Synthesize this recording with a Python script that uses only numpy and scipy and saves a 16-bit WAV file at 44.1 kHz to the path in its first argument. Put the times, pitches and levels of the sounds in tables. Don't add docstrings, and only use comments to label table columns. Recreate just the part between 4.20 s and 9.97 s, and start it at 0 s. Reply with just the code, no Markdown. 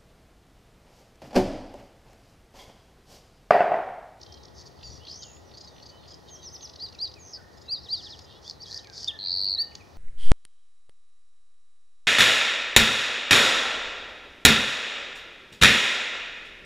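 import sys
import numpy as np
from scipy import signal
from scipy.fft import rfft, irfft, next_fast_len
from scipy.io import wavfile
from scipy.ndimage import uniform_filter1d, map_coordinates

SR = 44100
rng = np.random.default_rng(int(sys.argv[2]) if len(sys.argv) > 2 else 0)


def wav_out(sig):
    wavfile.write(sys.argv[1], SR, np.round(np.clip(np.atleast_2d(sig).T, -1, 1) * 32767).astype(np.int16))


N = 254456

# (frequency [Hz], relative level [dB])
RUMBLE_COLOUR = [(15, -64.5), (25, -33.5), (37, -23), (52, -11.5), (74, -1), (221, -12), (283, -11.5),
                 (323, -11), (355, -9), (824, -13.5), (889, -15), (1380, -20.5), (1870, -31.5), (2100, -31),
                 (2400, -30.5), (3120, -51.5), (5280, -120)]
REED_COLOUR = [(1500, -7), (1900, 13.5), (2200, -5.5), (3000, 2), (4500, 6.5), (6000, 3), (7500, -8),
               (11000, -10.5), (15500, -12.5)]
# (frequency [Hz], left-right correlation [0-1])
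BED_CORRELATION = [(60, 1), (130, 0.1), (290, 0.027), (640, 0.21), (1410, 0.083), (3100, 0.72),
                   (6820, 0.96), (15000, 0.36)]
# (frequency [Hz], left minus right [dB])
BED_BALANCE = [(60, 7), (110, 6.5), (200, 4), (380, 3.0), (700, 0), (1290, -1.5), (2380, -3.5),
               (4400, -1.5), (8120, -0.5), (15000, -1)]
# (start [s], length [s], first pitch [Hz], last pitch [Hz], level [dB])
FAR_FALLS = [(2.73, 0.041, 2930, 2000, -61), (2.95, 0.051, 2630, 2110, -60.5),
             (3.16, 0.059, 1614, 1326, -61.5), (3.46, 0.063, 2730, 2530, -63),
             (4.63, 0.059, 2600, 1840, -61), (4.66, 0.081, 1690, 1470, -60.5),
             (4.88, .11, 1824, 1658, -54.5), (5.048, .029, 2670, 1790, -61.5),
             (5.243, 0.062, 3110, 2330, -64.5), (5.35, 0.099, 1793, 1857, -55.5),
             (5.512, 0.021, 2760, 1680, -60), (5.595, .037, 2660, 2100, -58)]
# (start [s], length [s], level [dB])
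FAR_TRILLS = [(3.17, 0.13, -59.5), (3.796, 0.13, -60), (4.454, 0.14, -56)]
# (frequency [Hz], time to fade by 60 dB [s])
SCRUB_DECAY = [(1500, 1), (4500, 0.28), (12000, 0.36)]
# (time [s], level [dB])
ECHO_SEND = [(0, -10), (2.3, -5), (2.8, -12), (3.8, -9.5), (4.3, -14.5), (5.7, -9)]
# (start [s], groups, group spacing [s], ticks a group,
# tick spacing [s], band centre [Hz], first level [dB], step a group [dB], step a tick [dB])
TICK_RUNS = [(.016, 3, .11, 2, .018, 5000, -45, -2.8, 3), (.066, 3, .109, 1, 0, 4350, -49, -2.5, 0),
             (.593, 1, 0, 3, .02, 3900, -56, 0, 4.8), (.835, 1, 0, 3, .0185, 4200, -54, 0, 4.5),
             (1.17, 1, 0, 1, 0, 3450, -56, 0, 0), (1.296, 1, 0, 2, .021, 3600, -57.5, 0, 5.5),
             (1.566, 1, 0, 3, .018, 3600, -56.5, 0, 1.5), (1.837, 1, 0, 2, .02, 3600, -57, 0, 1.5),
             (2.347, 2, .064, 2, .019, 4300, -54, 5, 2), (2.475, 8, .0633, 2, .023, 4650, -46, -.3, 1.8)]
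# (time [s], relative level [dB])
CLICKS = [(3.9915, -35.5), (3.9937, -39.5), (4.419, -39.5), (4.645, -38.5), (4.6718, -40.5), (4.699, -41.5),
          (5.552, -33.5), (5.5541, -31.5)]
# (frequency [Hz], relative level [dB])
CLICK_COLOUR = [(1500, -16), (2600, -10.5), (4600, 5), (6500, -4.5), (8000, -24), (15000, -34.5)]
RASP_COLOUR = [(1180, -39), (2000, -38), (2520, -16), (2790, -47), (2990, -23), (3550, -4.5), (4110, -4.5),
               (4590, 9.5), (6410, -2.5), (7610, -17), (15500, -45)]
# (start [s], length [s], level [dB], crest position [0-1])
RASPS = [(0.354, 0.078, -50, 0.76), (0.449, .038, -49.5, 0.6), (0.602, .24, -53, 0.45),
         (0.858, .15, -49.5, .4), (1.86, 0.08, -56, 0.6), (3.593, 0.5, -53, 0.48), (4.206, 0.15, -49, 0.48),
         (4.439, 0.22, -44.5, 0.35), (4.705, .19, -42, 0.53), (4.866, 0.021, -39.5, .8)]
# (peak time [s], nominal pitch [Hz], level [dB])
SNAPS = [(4.279, 4630, -33.5), (4.2985, 4680, -26), (4.311, 4460, -29), (4.512, 4350, -32.5),
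         (4.5177, 4300, -30.5), (4.528, 4530, -29.5), (4.545, 4630, -28), (4.577, 4920, -28),
         (4.78, 4400, -29.5), (4.832, 4670, -29.5), (4.845, 4920, -24.5)]
# (start [s], length [s], first pitch [Hz], last pitch [Hz], resonance [Hz], level [dB])
NASALS = [(0.342, .082, 765, 790, 5800, -56.5), (0.627, 0.078, 1166, 1087, 6400, -56.5),
          (0.702, 0.077, 1162, 1118, 5700, -53.5), (1.016, 0.026, 805, 658, 4900, -43),
          (2.073, 0.029, 645, 543, 3570, -53.5), (2.217, 0.046, 785, 572, 3970, -53.5),
          (4.056, 0.14, 395, 437, 3300, -56)]
# (first peep [s], peeps, spacing [s], top pitch [Hz], top level [dB])
PEEP_RUNS = [(1.349, 5, .0335, 5020, -43.5), (1.633, 3, .0335, 4780, -46), (1.887, 3, .029, 5250, -45.5),
             (3.34, 4, .042, 5150, -51.5), (4.024, 2, .027, 5300, -50.5)]
# (start [s], length [s], first pitch [Hz], middle pitch [Hz], last pitch [Hz],
# level [dB], crest position [0-1])
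SLURS = [(.637, 0.077, 4930, 4520, 4530, -45.5, 0), (.78, .1, 2680, 3010, 3580, -55, 1),
         (1.022, .034, 3940, 3505, 2630, -51, 0.6), (2.98, 0.091, 7200, 6350, 6060, -52.5, 0.48),
         (4.235, .079, 2850, 3550, 3380, -49, 0.64), (4.44, .075, 3700, 3270, 3620, -52, 0.5)]
TWITTER_NOTES = [(0, 0.0327, 4280, 4570, 4680, -2.5, 0.77), (.025, 0.031, 6170, 4900, 4190, 0, .4),
                 (.056, .015, 2650, 3950, 3450, -5, .65)]
# (start [s], level [dB])
TWITTERS = [(4.396, -40.5), (4.529, -38.5)]
# (start [s], length [s], first pitch [Hz], last pitch [Hz], level [dB])
PLUNGES = [(2.078, 0.098, 6560, 5110, -47.5), (2.213, 0.086, 6220, 4320, -42.5),
           (2.315, .056, 6300, 4350, -42), (2.406, 0.061, 6450, 4300, -41)]
# (start [s], level [dB])
ZIGZAGS = [(3.615, -49), (3.683, -49), (3.748, -44.5), (3.818, -43.5), (3.885, -44)]
# (crest time [s], crest pitch [Hz], level [dB])
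ARCHES = [(2.638, 4850, -34), (2.836, 4866, -28), (3.531, 4850, -26.5), (3.736, 4785, -27)]
# (time [s], pitch [Hz], level [dB])
CHIP = [(4.87, 2740, -70.5), (4.878, 3584, -29.5), (4.884, 3690, -23), (4.889, 3580, -25.5),
        (4.896, 3330, -31), (4.906, 3185, -35.5), (4.916, 2490, -55)]
FLOURISH = [(5.353, 4246, -26), (5.369, 3768, -43), (5.379, 3878, -33), (5.389, 4243, -25),
            (5.401, 4489, -25), (5.417, 4669, -23), (5.425, 4620, -25), (5.435, 4372, -40)]
# (time [s], centre pitch [Hz], sweep scale [Hz], level [dB])
RISING_TRILL = [(.861, 3710, 1180, -62), (.885, 4235, 1280, -41.5), (.915, 4900, 1400, -41.5),
                (.963, 5760, 1400, -45.5), (1.043, 6720, 1000, -51), (1.12, 6690, 800, -53.5),
                (1.168, 6900, 500, -56), (1.21, 7000, 400, -75)]
# (time [s], centre pitch [Hz], sweep scale [Hz], level [dB], rate [sweeps/s])
FALLING_BUZZ = [(3.047, 6100, 605, -50, 92), (3.075, 6000, 1690, -49.5, 87), (3.128, 6100, 1760, -52, 95),
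                (3.137, 5160, 870, -36, 184), (3.155, 4910, 1180, -39, 300), (3.172, 4500, 910, -44.5, 180),
                (3.185, 4560, 700, -67, 245)]
LOUD_TRILL = [(4.9863, 4220, 600, -33, 96), (5.02, 4130, 1650, -33, 106), (5.07, 4340, 1950, -26, 87),
              (5.12, 4460, 1780, -23, 88.5), (5.19, 4400, 1600, -24, 96), (5.27, 4420, 1420, -22.3, 97.5),
              (5.357, 4400, 1120, -23.5, 94.5)]


def amp(db):
    return 10 ** (np.asarray(db) / 20)


def unit_rms(x):
    return x / np.sqrt(np.mean(x ** 2) + 1e-20)


def curve_at(points, hz):
    knots, values = np.transpose(points)
    return np.interp(np.log(hz + 1), np.log(knots + 1), values)


def contour(rows):
    times, *columns = np.transpose(rows)
    t = np.arange(times.min(), times.max(), 1 / SR)
    return [t] + [np.interp(t, times, column) for column in columns]


def progress(length):
    return np.linspace(0, 1, max(int(length * SR), 16))


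def swell(u, crest):
    return np.sin(np.pi * np.interp(u, [0, np.clip(crest, .05, .95), 1], [0, .5, 1])).clip(0) ** 1.33


def wobble(size, rate):
    knots = rng.standard_normal(size + 4)[:int(size * rate / SR) + 4]
    return map_coordinates(knots, [np.arange(size) * rate / SR], mode='nearest')


def filtered(x, response):
    size = next_fast_len(N + SR // 2)
    return irfft(rfft(x, size) * response(np.fft.rfftfreq(size, 1 / SR)), size)[..., :N]


def delayed(x, seconds):
    return filtered(x, lambda hz: np.exp(-2j * np.pi * hz * seconds))


def add(track, start, sound):
    i = round(start * SR)
    sound = sound[max(-i, 0):max(N - i, 0)]
    track[max(i, 0):max(i, 0) + len(sound)] += sound


def stereo_noise(colour):
    def mid_side(hz):
        angle = np.arccos(np.clip(curve_at(BED_CORRELATION, hz), -1, 1)) / 2
        return amp(curve_at(colour, hz)) * [np.cos(angle), np.sin(angle)]
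    mid, side = filtered(rng.standard_normal((2, N)), mid_side)
    ears = np.array([mid + side, mid - side])
    return unit_rms(filtered(ears, lambda hz: amp(curve_at(BED_BALANCE, hz) * [[.5], [-.5]])))


def rumble(surge_at_s=.71, surge_width_s=.082, surge_db=8):
    bed = amp(-51.5) * stereo_noise(RUMBLE_COLOUR)
    bass = filtered(bed, lambda hz: 1 / (1 + (hz / 170) ** 4))
    surge = np.exp(-((np.arange(N) / SR - surge_at_s) / surge_width_s) ** 2)
    heave_db = wobble(N, 10) + surge_db * surge
    return bed + bass * (amp(heave_db) - 1)


def machine_hum(hum_hz=842, drone_hz=79):
    def tone(hz, drift):
        return np.sin(2 * np.pi * np.cumsum(hz * (1 + drift * wobble(N, 5))) / SR)
    return amp(-67.5) * tone(hum_hz, .00296) + amp(-63.5) * tone(drone_hz, .031)


def reeds():
    return amp(-62 + .5 * wobble(N, 7)) * stereo_noise(REED_COLOUR)


def chorus(quietest_db=-68, count=40):
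    when, size, pitch, bend, loud = rng.random((count, 5)).T
    start, length = when * N / SR, .04 + .2 * size
    hz, slide = 2800 + 3000 * pitch, .23 * (bend - .8)
    db = quietest_db + 5 * loud
    return slurs(np.column_stack([start, length, hz * (1 - slide), hz, hz * (1 + slide), db, bend]))


def far_birds(trill_hz=1780, pulses_per_s=32):
    out = falls(FAR_FALLS, bend=1.48, crest=.51, second_db=-39)
    for start, length, db in FAR_TRILLS:
        u = progress(length)
        pulse = np.sin(np.pi * pulses_per_s * length * u) ** 2
        tone = syrinx(trill_hz * (1 + .1308 * (pulse - .8)), jitter=.033)
        add(out, start, amp(db) * swell(u, .74) ** .5 * pulse * tone)
    return out


def scrub(x, width):
    hz, t, noise = signal.stft(rng.standard_normal((2, SR // 2)), SR, nperseg=256)
    decay = amp(-60 * t / curve_at(SCRUB_DECAY, hz)[:, None])
    mid, side = signal.istft(noise * decay, SR, nperseg=256)[1]
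    tail = np.array([mid + width * side, mid - width * side])
    return signal.fftconvolve(x[None], tail / np.linalg.norm(tail[0]), axes=1)[:, :N]


def ticks(band_width_hz=930, puff_width_s=.0038):
    out, t = np.zeros(N), np.arange(-SR // 64, SR // 64) / SR
    hz = np.fft.rfftfreq(len(t), 1 / SR)
    envelope = np.exp(-(t / puff_width_s) ** 2)
    for start, groups, group_s, count, tick_s, centre_hz, first_db, group_db, tick_db in TICK_RUNS:
        throat = np.exp(-.5 * ((hz - centre_hz) / band_width_hz) ** 2)
        for group, tick in np.ndindex(round(groups), round(count)):
            puff = unit_rms(irfft(rfft(rng.standard_normal(len(t))) * throat, len(t)))
            db = first_db + group * group_db + tick * tick_db + rng.normal(0, 1)
            add(out, start + group * group_s + tick * tick_s + t[0], amp(db) * puff * envelope)
    return out


def clicks(decay_s=.0018):
    out, t = np.zeros(N), np.arange(SR // 80) / SR
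    for start, db in CLICKS:
        add(out, start, amp(db + 6) * np.exp(-t / decay_s) * rng.standard_normal(len(t)))
    return filtered(out, lambda hz: amp(curve_at(CLICK_COLOUR, hz)))


def rasps():
    effort = np.zeros(N)
    for start, length, db, crest in RASPS:
        add(effort, start, amp(db) * swell(progress(length), crest))
    crackle = rng.standard_normal(N) * amp(2.2 * wobble(N, 700))
    return effort * unit_rms(filtered(crackle, lambda hz: amp(curve_at(RASP_COLOUR, hz))))


def snaps(attack_s=.0007, drop_s=.00046):
    out, t = np.zeros(N), np.arange(SR // 100) / SR
    envelope = (t / attack_s * np.exp(1 - t / attack_s)) ** 2
    for peak_s, hz, db in SNAPS:
        pitch = hz * (.925 + .48 * np.exp(-t / drop_s))
        tone = np.sqrt(2) * np.sin(2 * np.pi * np.cumsum(pitch) / SR)
        crack = .055 * rng.standard_normal(len(t))
        add(out, peak_s - attack_s, amp(db) * envelope * (tone + crack))
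    return out


def nasals():
    out, harmonics = np.zeros(N), np.arange(2, 14)[:, None]
    for start, length, first, last, throat_hz, db in NASALS:
        u = progress(length)
        pitch = (first + (last - first) * u ** 2) * (1 + .011 * wobble(len(u), 897))
        hz = harmonics * pitch
        throat = 1 / (1 + ((hz - throat_hz) / 500) ** 2) ** .6
        band = 1 / (1 + (hz / 6900) ** 20) / (1 + (3100 / hz) ** 10)
        overtones = np.sin(2 * np.pi * np.cumsum(hz, axis=1) / SR)
        voice = unit_rms((throat * band * overtones).sum(0))
        add(out, start, amp(db + 3.4 * wobble(len(u), 410)) * swell(u, .59) ** .34 * voice)
    return out


def peeps(fourth_db=-11, edge_db=-5.5, edge_pitch_ratio=.9):
    out, u = np.zeros(N), progress(.027)
    throat = signal.butter(3, [3500, 6000], 'bandpass', fs=SR, output='sos')
    for first_s, count, spacing, top_hz, top_db in PEEP_RUNS:
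        for k in range(round(count)):
            edge = ((2 * k + 1) / round(count) - 1) ** 2
            hz = top_hz * edge_pitch_ratio ** edge * (1 + rng.normal(0, .0158))
            db = top_db + edge_db * edge + rng.normal(0, 1)
            fundamental = hz / 3 * (1 - .1 * (2 * u - 1) ** 2 + .025 * wobble(len(u), 1500))
            third, fourth = np.sin(np.outer([3, 4], 2 * np.pi * np.cumsum(fundamental) / SR))
            hoarseness = 1 + .35 * wobble(len(u), 900)
            rasp = .32 * unit_rms(signal.sosfilt(throat, rng.standard_normal(len(u))))
            voice = hoarseness * (third + amp(fourth_db) * fourth + rasp)
            add(out, first_s + k * spacing - len(u) / SR / 2, amp(db) * swell(u, .37) * voice)
    return out


def syrinx(hz, jitter, second_db=-39, third_db=-40):
    hz = uniform_filter1d(hz, size=48) * (1 + jitter * wobble(len(hz), 900))
    phase = 2 * np.pi * np.cumsum(hz) / SR
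    second, third = np.sin(2 * phase), (hz < SR / 6) * np.sin(3 * phase)
    leak = amp(5.8 * wobble(len(hz), 68))
    return np.sqrt(2) * (np.sin(phase) + leak * (amp(second_db) * second + amp(third_db) * third))


def slurs(notes):
    out = np.zeros(N)
    for start, length, first, middle, last, db, crest in notes:
        u = progress(length)
        hz = first + (last - first) * u + 2 * (2 * middle - first - last) * u * (1 - u)
        add(out, start, amp(db) * swell(u, crest) * syrinx(hz, jitter=.016))
    return out


def twitters():
    return sum(amp(db) * delayed(slurs(TWITTER_NOTES), start) for start, db in TWITTERS)


def falls(notes, bend, crest, second_db):
    out = np.zeros(N)
    for start, length, first, last, db in notes:
        u = progress(length)
        tone = syrinx(first + (last - first) * u ** bend, jitter=.0092, second_db=second_db, third_db=-52)
        add(out, start, amp(db) * swell(u, crest) * tone)
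    return out


def zigzags(warble_s=.04, slide_s=.033, swings_per_s=74, depth_hz=684):
    out, u = np.zeros(N), progress(warble_s + slide_s)
    t = u * (warble_s + slide_s)
    warble_t = np.minimum(t, warble_s)
    centre_hz = 4980 - 9200 * warble_t - 36000 * (t - warble_t)
    hz = centre_hz - depth_hz * np.cos(2 * np.pi * swings_per_s * warble_t)
    for start, db in ZIGZAGS:
        level = amp(db + 1.5 * wobble(len(t), 150)) * swell(u, .5) ** .7
        add(out, start, level * syrinx(hz, jitter=.016, second_db=-42, third_db=-44))
    return out


def arches(length_s=.11, rise_s=.036, fall_s=.025, foot_pitch_ratio=.764, foot_db=-17.5, lag_s=.0016):
    def push(t):
        return np.exp(-(t / np.where(t < 0, rise_s, fall_s)) ** 2)
    out, t = np.zeros(N), (progress(length_s) - .5) * length_s
    for crest_s, crest_hz, db in ARCHES:
        hz = crest_hz * (foot_pitch_ratio + (1 - foot_pitch_ratio) * push(t))
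        tone = syrinx(hz, jitter=.0015, second_db=-39.5, third_db=-43)
        level = amp(db + foot_db * (1 - push(t - lag_s)) + 1.2 * wobble(len(t), 140))
        add(out, crest_s + t[0], level * signal.windows.tukey(len(t), .22) * tone)
    return out


def chip_and_flourish():
    out = np.zeros(N)
    for note in CHIP, FLOURISH:
        t, hz, db = contour(note)
        tone = syrinx(hz, jitter=.004, second_db=-41, third_db=-38)
        add(out, t[0], amp(db) * signal.windows.tukey(len(t), .08) * tone)
    return out


def trill(t, centre_hz, sweep_scale_hz, db, rate, open_share, shut_db, jitter):
    out = np.zeros(N)
    cycles = np.cumsum(rate * np.ones(len(t))) / SR + .04 * wobble(len(t), 50)
    u = cycles % 1 - .5
    opening = np.exp(-np.abs(2 * (u - .02) / open_share) ** 3) * amp(-8 * u)
    sweep = np.interp(u, [-.5, -.36, .4, .5], [0, .36, -.4, 0])
    level = amp(db + .4 * wobble(len(t), 81)) * (opening + amp(shut_db))
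    tone = syrinx(centre_hz + sweep_scale_hz * sweep, jitter, second_db=-44, third_db=-44.5)
    add(out, t[0], level * signal.windows.tukey(len(t), .03) * tone)
    return out


def trills():
    loud = trill(*contour(LOUD_TRILL), open_share=.42, shut_db=-30, jitter=.014)
    rising = trill(*contour(RISING_TRILL), rate=64, open_share=.72, shut_db=-23, jitter=.02)
    buzz = trill(*contour(FALLING_BUZZ), open_share=.85, shut_db=-21, jitter=.012)
    return loud + rising + buzz


def scene():
    pure_notes = slurs(SLURS) + falls(PLUNGES, bend=2.8, crest=.78, second_db=-33)
    pure_notes += arches() + zigzags() + twitters() + chip_and_flourish()
    song = pure_notes + trills() + peeps() + nasals() + ticks() + snaps() + clicks() + rasps()
    ground_bounce = amp(-14.5) * delayed(song, .0038)
    send_db = np.interp(np.arange(N) / SR, *np.transpose(ECHO_SEND))
    off_axis = song * amp(send_db)
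    bush_echo = amp(-15.5) * delayed(off_axis, .057)
    far = far_birds() + chorus()
    pan_right = amp([[-1.5], [1.5]])
    marsh = (amp(1) * far + amp(-1.5) * scrub(far, width=1)) * pan_right
    echoes = ground_bounce + bush_echo + scrub(off_axis, width=.28)
    return song + echoes + marsh + rumble() + machine_hum() + reeds()


def record(dry, top_hz=15800):
    return filtered(dry, lambda hz: hz < top_hz)


dry = scene()
out = record(dry)
wav_out(out)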